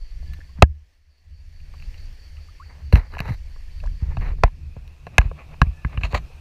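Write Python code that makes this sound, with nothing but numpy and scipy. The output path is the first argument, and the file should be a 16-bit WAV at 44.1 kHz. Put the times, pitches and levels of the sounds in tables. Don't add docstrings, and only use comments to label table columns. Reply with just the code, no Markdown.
import sys
import numpy as np
from scipy import signal
from scipy.fft import rfft, irfft, next_fast_len
from scipy.io import wavfile
from scipy.ndimage import uniform_filter1d, map_coordinates

SR = 44100
rng = np.random.default_rng(int(sys.argv[2]) if len(sys.argv) > 2 else 0)


def digitize_waveform(pressure):
    field = np.atleast_2d(pressure).T
    bounded = np.clip(field, -1, 1)
    quanta = np.round(bounded * 32767).astype(np.int16)
    wavfile.write(sys.argv[1], SR, quanta)


def ratio(d):
    e = np.asarray(d, float) / 20
    return 10 ** e


N = 282573
TIME = np.arange(N) / SR


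def unit(x):
    return x / np.sqrt(np.mean(x ** 2) + 1e-20)


def curve(rows):
    time_s, value = np.transpose(rows)
    return np.interp(TIME, time_s, value)


def wobble(rate):
    return map_coordinates(rng.standard_normal(int(N * rate / SR) + 4), [TIME * rate])


def filtered(x, response):
    m = next_fast_len(len(x) + 8192)
    return irfft(rfft(x, m) * response(np.fft.rfftfreq(m, 1 / SR)), m)[:len(x)]


def coloured(x, spectrum):
    f, db = np.transpose(spectrum)
    return unit(filtered(x, lambda hz: ratio(np.interp(np.log(hz + 1), np.log(f + 1), db))))


def add(track, start_s, sound):
    part = track[round(start_s * SR):][:len(sound)]
    part += sound[:len(part)]


def open_share():
    return np.interp(TIME, [4, 5.05], [0, 1])


def both_scenes(source, cliff, open_water):
    share = open_share()
    near_cliff = np.sqrt(1 - share) * coloured(source(), cliff)
    on_open_water = np.sqrt(share) * coloured(source(), open_water)
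    return near_cliff + on_open_water


def hull_rumble():
    # frequency_hz, relative level_db per Hz
    deep_zone = [(8, -26.5), (15, 4.5), (40, 4.5), (60, -21), (120, -67), (300, -120)]
    hull_zone = [(30, -32.5), (55, -3), (76, 0.5), (95, -15.5), (110, -25.5), (300, -63.5), (800, -120)]
    upper_zone = [(90, -30), (120, -2), (150, -1.5), (190, -17.5), (400, -29.5), (600, -60), (900, -120)]
    # time_s, deep rumble level_db
    rocking = [(0, -27), (.6, -41.5), (1.053, -59.5), (1.3, -45.5), (1.69, -30.5), (2.28, -38.5),
               (2.7, -42.5), (3.28, -33.5), (3.55, -36.5), (3.9, -28.5), (4.44, -29.5), (4.6, -50),
               (5.2, -43), (6.05, -40), (6.41, -46)]
    # time_s, hull rumble level_db
    handling = [(0, -56), (.18, -36.5), (.32, -29), (.5, -40.5), (.68, -35), (.93, -55.5), (1.14, -56.5),
                (1.3, -40), (1.6, -38), (2.07, -39), (2.45, -45), (2.73, -35), (2.98, -30.5), (3.07, -37),
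                (3.28, -27.5), (3.39, -39.5), (3.75, -39.5), (4.0, -28.5), (4.12, -32.5), (4.35, -29.5),
                (4.53, -40), (4.98, -50.5), (5.1, -33.5), (5.71, -44.5), (6.05, -28.5), (6.26, -42),
                (6.41, -41.5)]
    # db over calm handling by the cliff, the same on open water, swing in db per db of handling
    upper_follows = (-17.5, -6, 1.3)
    calm_db = -40
    cliff_db, open_db, swing = upper_follows
    hull_db = curve(handling)
    over_calm_db = cliff_db + open_share() * (open_db - cliff_db)
    upper_db = calm_db + over_calm_db + swing * (hull_db - calm_db)
    lumps = ratio(4.4 * wobble(10))
    rumble = np.zeros(N)
    for level_db, zone in ((curve(rocking), deep_zone), (hull_db, hull_zone), (upper_db, upper_zone)):
        rumble += ratio(level_db) * unit(lumps * coloured(rng.standard_normal(N), zone))
    return rumble


def patchy(patchy_db):
    z = signal.stft(rng.standard_normal(N + 512), nperseg=512)[2]
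    field = uniform_filter1d(rng.standard_normal(z.shape), size=5, axis=0)
    field = uniform_filter1d(field, size=8, axis=1)
    return signal.istft(z * ratio(patchy_db * unit(field)), nperseg=512)[1][:N]


def droplets():
    return (rng.random(N) < 40 / SR) * rng.standard_normal(N) * 5.5


def sea_hiss():
    # frequency_hz, relative level_db per Hz
    sea_cliff = [(150, -28), (250, -1), (386, -6), (501, -3.5), (1450, -10), (1760, -1.5), (2620, -4),
                 (3770, -11), (4490, -5.5), (4900, -9), (5440, -8.5), (7980, -19.5), (13700, -24),
                 (15200, -23), (16000, -47)]
    sea_open = [(150, -28.5), (250, -6.5), (346, -2.5), (687, -3.5), (951, -6), (1650, -9.5), (2160, -12),
                (2570, 1), (3000, -12.5), (4760, -14.5), (7820, -23), (10100, -26), (15000, -28),
                (15800, -54.5)]
    # time_s, level_db
    sea_level = [(0, -62.5), (.32, -57.5), (.6, -63.5), (.66, -71), (.93, -68.5), (1.02, -74), (1.87, -57),
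                 (2.28, -59), (3.0, -61), (3.8, -58), (4.5, -62.5), (5.2, -58), (6.41, -55)]
    hiss = both_scenes(lambda: patchy(patchy_db=1.4) + droplets(), sea_cliff, sea_open)
    return ratio(curve(sea_level)) * hiss


def cicadas():
    # time_s, level_db ahead of the swell and the scene fade
    cicada_level = [(0, -61), (.61, -67.5), (.65, -89), (.95, -97), (1.02, -75), (2, -59.5), (3, -65),
                    (4.2, -64)]
    rasp_band = [(3900, -50.5), (4250, -6.5), (4620, 2.0), (4850, -9.5), (5100, -64.5)]  # Hz, relative dB
    song = coloured(rng.standard_normal(N), rasp_band)
    swell = np.clip(0.68 + np.sin(2 * np.pi * 4.6 * (TIME - .01)), .4, 1)
    return ratio(curve(cicada_level)) * (1 - open_share()) ** 2 * swell * song


def knocks():
    # start_s, peak_db, lead_hz (strongest pitch), fall above it in db per octave, contact_ms
    blows = [(0.226, -45.5, 654, 20, 4.3), (0.334, -37, 1860, -4, 9), (0.387, -44, 254, 16, 7.5),
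             (0.622, 12, 700, 5.5, 3), (0.6235, 7.5, 1670, 8.5, 2.7), (0.636, -34.5, 1798, 13, 9.3),
             (1.601, -46, 2490, -1, 8), (1.738, -41, 470, 1.5, 10), (1.799, -42.5, 2520, -2.5, 6.6),
             (1.823, -36.5, 2440, -4.5, 7), (1.942, -41.5, 2340, 0.5, 8), (1.979, -42, 4400, 5, 4),
             (2.368, -42, 2650, 3.5, 6.3), (2.925, -14.5, 490, -0.5, 7.2), (2.929, -24, 700, -0.5, 2.7),
             (2.94, -24.5, 1700, -1, 3.7), (2.956, -12, 980, -3, 2.6), (3.12, -43, 4000, 13, 3),
             (3.138, -31.5, 1230, 3, 2.25), (3.15, -31, 1660, 3.5, 2.1), (3.168, -24, 810, 6.5, 2),
             (3.183, -28, 2020, -3, 2), (3.19, -21, 1700, -2, 1.6), (3.203, -16, 830, -3, 1.8),
             (3.278, -28, 1000, 3, 2), (3.561, -44, 500, 11, 4), (3.801, -41, 2600, 1, 3.9),
             (3.837, -43.5, 6100, 14, 7), (3.862, -40, 6100, 11, 7), (3.837, -33, 677, 13, 3.6),
             (3.858, -48, 1010, 13, 3), (3.872, -37, 1600, 8, 2.7), (4.169, -24.5, 700, 3, 6),
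             (4.209, -38, 1890, -2, 4), (4.334, -40.5, 437, 16.5, 3.6), (4.384, -43.5, 503, 10, 7.2),
             (4.435, 5, 676, 5.5, 2.53), (4.477, -34, 900, 4.5, 6.9), (4.764, -34, 438, 9.5, 11),
             (4.877, -41.5, 3616, -6, 2.8), (5.067, -24.5, 662, 3.5, 6.5), (5.181, 9, 2570, 15, 2.66),
             (5.214, -20.5, 1050, 1.5, 3.5), (5.313, -27.5, 515, 11.5, 3.5), (5.616, 0.5, 1050, 1.5, 1.87),
             (5.847, -17.5, 2460, 32, 3.2), (5.974, -18.5, 2440, 24.5, 4.1), (6.01, -34, 1700, 1, 16),
             (6.034, -13.5, 2660, 3.5, 9.1), (6.125, -33, 2463, -2, 2.6), (6.131, -19.5, 570, 8.5, 4.8),
             (6.144, -18.5, 1090, 0, 10.6), (6.3, -46.5, 450, 15.5, 8.2)]
    # pitch_hz, width_hz, level_db, ahead of the spread from blow to blow
    case_modes = [(437, 140, -1.5), (700, 120, -1), (1050, 180, 1), (1685, 95, 2), (2030, 180, -6),
                  (2672, 310, -1), (2950, 200, -7.5), (3920, 190, -9.5), (4450, 370, -15.5),
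                  (5640, 290, -22.5), (6100, 580, -23.5), (6600, 330, -29), (7500, 500, -30),
                  (9200, 450, -35), (12100, 730, -32), (14800, 900, -40.5)]
    grip_shift, grip_db = .02, 2
    below_lead_db = 5.5
    light_db, hard_db = 0.4, -23
    chatter_ratio = 5.8
    out, t = np.zeros(N), TIME[:SR // 10]
    grips = rng.standard_normal((len(blows), len(case_modes), 2))
    for (start_s, peak_db, lead_hz, above_db, contact_ms), grip in zip(blows, grips):
        modes = [(hz * (1 + grip_shift * shift), width, db + grip_db * gain)
                 for (hz, width, db), (shift, gain) in zip(case_modes, grip)]
        below_db = below_lead_db + light_db * max(hard_db - peak_db, 0)

        def case(f):
            return sum((-1) ** k * ratio(db) * 1j * f * width / (hz * hz - f * f + 1j * f * width)
                       for k, (hz, width, db) in enumerate(modes))

        def contact(f):
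            low_side = (1 + lead_hz / (1j * f + 1)) ** (-below_db / 6)
            high_side = (1 + 1j * f / lead_hz) ** (-above_db / 6)
            return low_side * high_side

        def nearest(f):
            return 1 + 2.7 * 1j * f / (2.9 * (lead_hz - f * f / lead_hz) + 1j * f)

        t60 = chatter_ratio * max(contact_ms, .5) / 1000
        chatter = rng.standard_normal(len(t)) * ratio(-60 * t / t60) * (1 - np.exp(-t / 0.0003))
        chatter[30] -= 11.5
        ring = filtered(chatter, lambda f: case(f) * contact(f) * nearest(f))
        add(out, start_s, ratio(peak_db) * ring / np.abs(ring).max())
    return out


def tones():
    # start_s, length_s, level_db at the middle
    tone_swells = [(0.261, .13, -58.5), (5.718, 0.32, -59.5)]
    # frequency_hz, relative level_db per Hz
    tone_band = [(1600, -50), (1700, -6), (1740, 5), (1780, -15), (1880, -59)]
    swell = np.zeros(N)
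    for start_s, length_s, level_db in tone_swells:
        progress = np.clip((TIME - start_s) / length_s, 0, 1)
        swell += ratio(level_db) * np.sin(np.pi * progress) ** .5
    return swell * coloured(rng.standard_normal(N), tone_band)


def drips():
    # start_s, level_db ahead of fall and flutter, start pitch_hz, rise in octaves, length_s
    bubbles = [(0.405, -52, 1740, .02, 0.019), (0.488, -58, 1050, 0.24, 0.035),
               (2.38, -52.5, 1270, 0.021, 0.015), (2.486, -47.5, 1173, 0.22, 0.015),
               (2.598, -44.5, 1050, 1.5, 0.058), (3.033, -57, 1180, .9, 0.025),
               (3.832, -43, 583, 0.16, 0.025), (3.857, -39, 960, .1, 0.0082),
               (5.665, -45.5, 2290, 0.37, 0.018)]
    out = np.zeros(N)
    for start_s, level_db, hz, rise, length_s in bubbles:
        progress = TIME[:round(length_s * SR)] / length_s
        phase = 2 * np.pi * np.cumsum(hz * 2 ** (rise * progress ** 1.7)) / SR
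        flutter_db = 5.4 * np.interp(progress * 6, range(8), rng.standard_normal(8))
        level = ratio(level_db - 13.0 * progress + flutter_db)
        ends = np.clip(progress * 14, 0, 1) * np.clip(6 - 6 * progress, 0, 1)
        add(out, start_s, level * ends * np.sin(phase))
    return out


def grit():
    slips = (rng.random(N) < 500 / SR) * rng.standard_normal(N) * 4
    uneven_db = 2 * wobble(300) + 2.8 * wobble(70)
    return rng.standard_normal(N) * ratio(uneven_db) + slips


def rubs():
    # frequency_hz, relative level_db per Hz
    rub_cliff = [(120, -27.5), (200, -1), (360, -7.5), (440, -1.5), (683, -4.5), (899, -0.5), (1400, -8.5),
                 (2020, -3.5), (2860, -16.5), (3400, -30.5), (4050, -14), (5000, -30.5), (5970, -27.5),
                 (7420, -40), (9150, -36.5), (9960, -39.5), (11700, -30.5), (13500, -43), (15000, -35.5),
                 (16000, -63)]
    rub_open = [(120, -33), (200, -2), (289, -10), (659, 1.5), (899, -5), (1120, 1), (1480, -10.5),
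                (2510, -2.5), (3370, -20), (4350, -12.5), (5040, -34.5), (7010, -25.5), (8270, -42),
                (14900, -46), (16000, -67)]
    # start_s, hardest_s, end_s, level_db at the hardest, gain in db of the treble above 3.4 kHz
    strokes = [(.545, 0.586, 0.61, -52, -15.5), (2.636, 2.71, 2.86, -52.5, -6),
               (2.925, 2.93, 2.937, -29, 8), (2.946, 2.958, 2.995, -28, 0), (2.964, 2.989, 3.08, -44, -8),
               (3.1, 3.14, 3.19, -42, -2.5), (3.19, 3.201, 3.3, -39.5, -6), (3.225, 3.298, 3.335, -35, -1),
               (3.29, 3.344, 3.352, -46, 11), (4, 4.025, 4.1, -48, -15), (4.084, 4.128, 4.158, -46, -7.5),
               (4.19, 4.215, 4.3, -38, -4.5), (4.22, 4.29, 4.335, -42, -5), (4.437, 4.444, 4.475, -34, -10),
               (5.087, 5.169, 5.18, -51.5, -15.5), (5.18, 5.187, 5.28, -38, -3),
               (5.359, 5.397, 5.453, -43.5, -18.5), (5.487, 5.545, 5.552, -47, -19),
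               (5.615, 5.618, 5.72, -48, -5), (5.854, 5.937, 5.985, -45.5, -7.5),
               (6.005, 6.015, 6.03, -45, -5), (6.029, 6.04, 6.075, -31, 5), (6.095, 6.127, 6.131, -39, 6.5),
               (6.137, 6.148, 6.175, -27.5, 2.5), (6.15, 6.178, 6.19, -35, 7)]
    touch_db, leave_db = -17, -14
    lift_s = .006
    out = np.zeros(N)
    grains = both_scenes(grit, rub_cliff, rub_open)
    treble = filtered(grains, lambda hz: 1 / (1 + (3400 / (hz + 1)) ** 8))
    for start_s, hardest_s, end_s, level_db, treble_db in strokes:
        onset = uniform_filter1d(TIME > start_s, size=150, output=float)
        lift = np.exp(-np.maximum(TIME - end_s, 0) / lift_s)
        pressure_db = np.interp(TIME, [start_s, hardest_s, end_s], [touch_db, 0, leave_db])
        brightened = grains + (ratio(treble_db) - 1) * treble
        out += onset * lift * ratio(level_db + pressure_db) * brightened
    return out


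def thumps():
    # start_s, level_db ahead of onset and decay, settled pitch_hz, t60_s, push direction
    pushes = [(0.588, -21.5, 139, 0.064, -1), (0.627, 16, 58.4, 0.043, 1), (2.935, 9, 52, 0.085, -1),
              (2.958, 1, 67, 0.042, -1), (2.98, -9, 34, 0.13, 1), (3.203, -8.5, 103, .036, 1),
              (3.29, -15.5, 87, 0.18, -1), (3.306, -9, 86.3, 0.12, -1), (4.024, -8.5, 53.5, 0.14, -1),
              (4.173, -11.5, 74, 0.052, -1), (4.226, -11, 61.4, 0.034, -1), (4.44, 3.5, 32, .11, 1),
              (4.767, -16.5, 72.6, 0.041, -1), (5.068, -22.5, 70, 0.049, -1), (5.188, 3.5, 41, 0.094, -1),
              (5.255, -10, 36.8, 0.16, -1), (5.618, 12, 56.2, 0.022, -1), (5.628, 6.5, 43.5, 0.028, 1),
              (5.669, -11, 45.6, 0.15, -1), (5.692, -17.5, 29.3, 0.088, 1), (5.85, 0.5, 51.8, 0.024, -1),
              (5.86, -10, 48, 0.078, 1), (5.976, -7, 52, 0.096, -1), (6.037, -9.5, 44.5, 0.16, -1),
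              (6.136, -11, 53.7, 0.16, -1)]
    out, t = np.zeros(N), TIME[:SR // 2]
    for start_s, level_db, hz, t60, push in pushes:
        turns = np.cumsum(hz + 75 * np.exp(-t / 0.0058)) / SR
        swing = np.sin(2 * np.pi * turns) * ratio(-60 * t / t60)
        sway = ratio(-32.5 - 60 * t / 0.4) * np.sin(2 * np.pi * 75 * t)
        onset = 1 - np.exp(-t / 0.0038)
        add(out, start_s, np.sign(push) * ratio(level_db) * onset * (swing + sway))
    return out


def scene():
    background = hull_rumble() + sea_hiss() + cicadas()
    return (background + knocks() + tones() + drips() + rubs() + thumps())[None]


def low_pass(x):
    return signal.sosfilt(signal.butter(12, 16510, fs=SR, output="sos"), x)


def record(dry):
    ceiling = .97 * np.maximum(open_share(), 1 - open_share())
    clipped = dry / (1 + np.abs(dry / ceiling) ** 8) ** (1 / 8)
    return low_pass(clipped)


dry = scene()
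out = record(dry)
digitize_waveform(out)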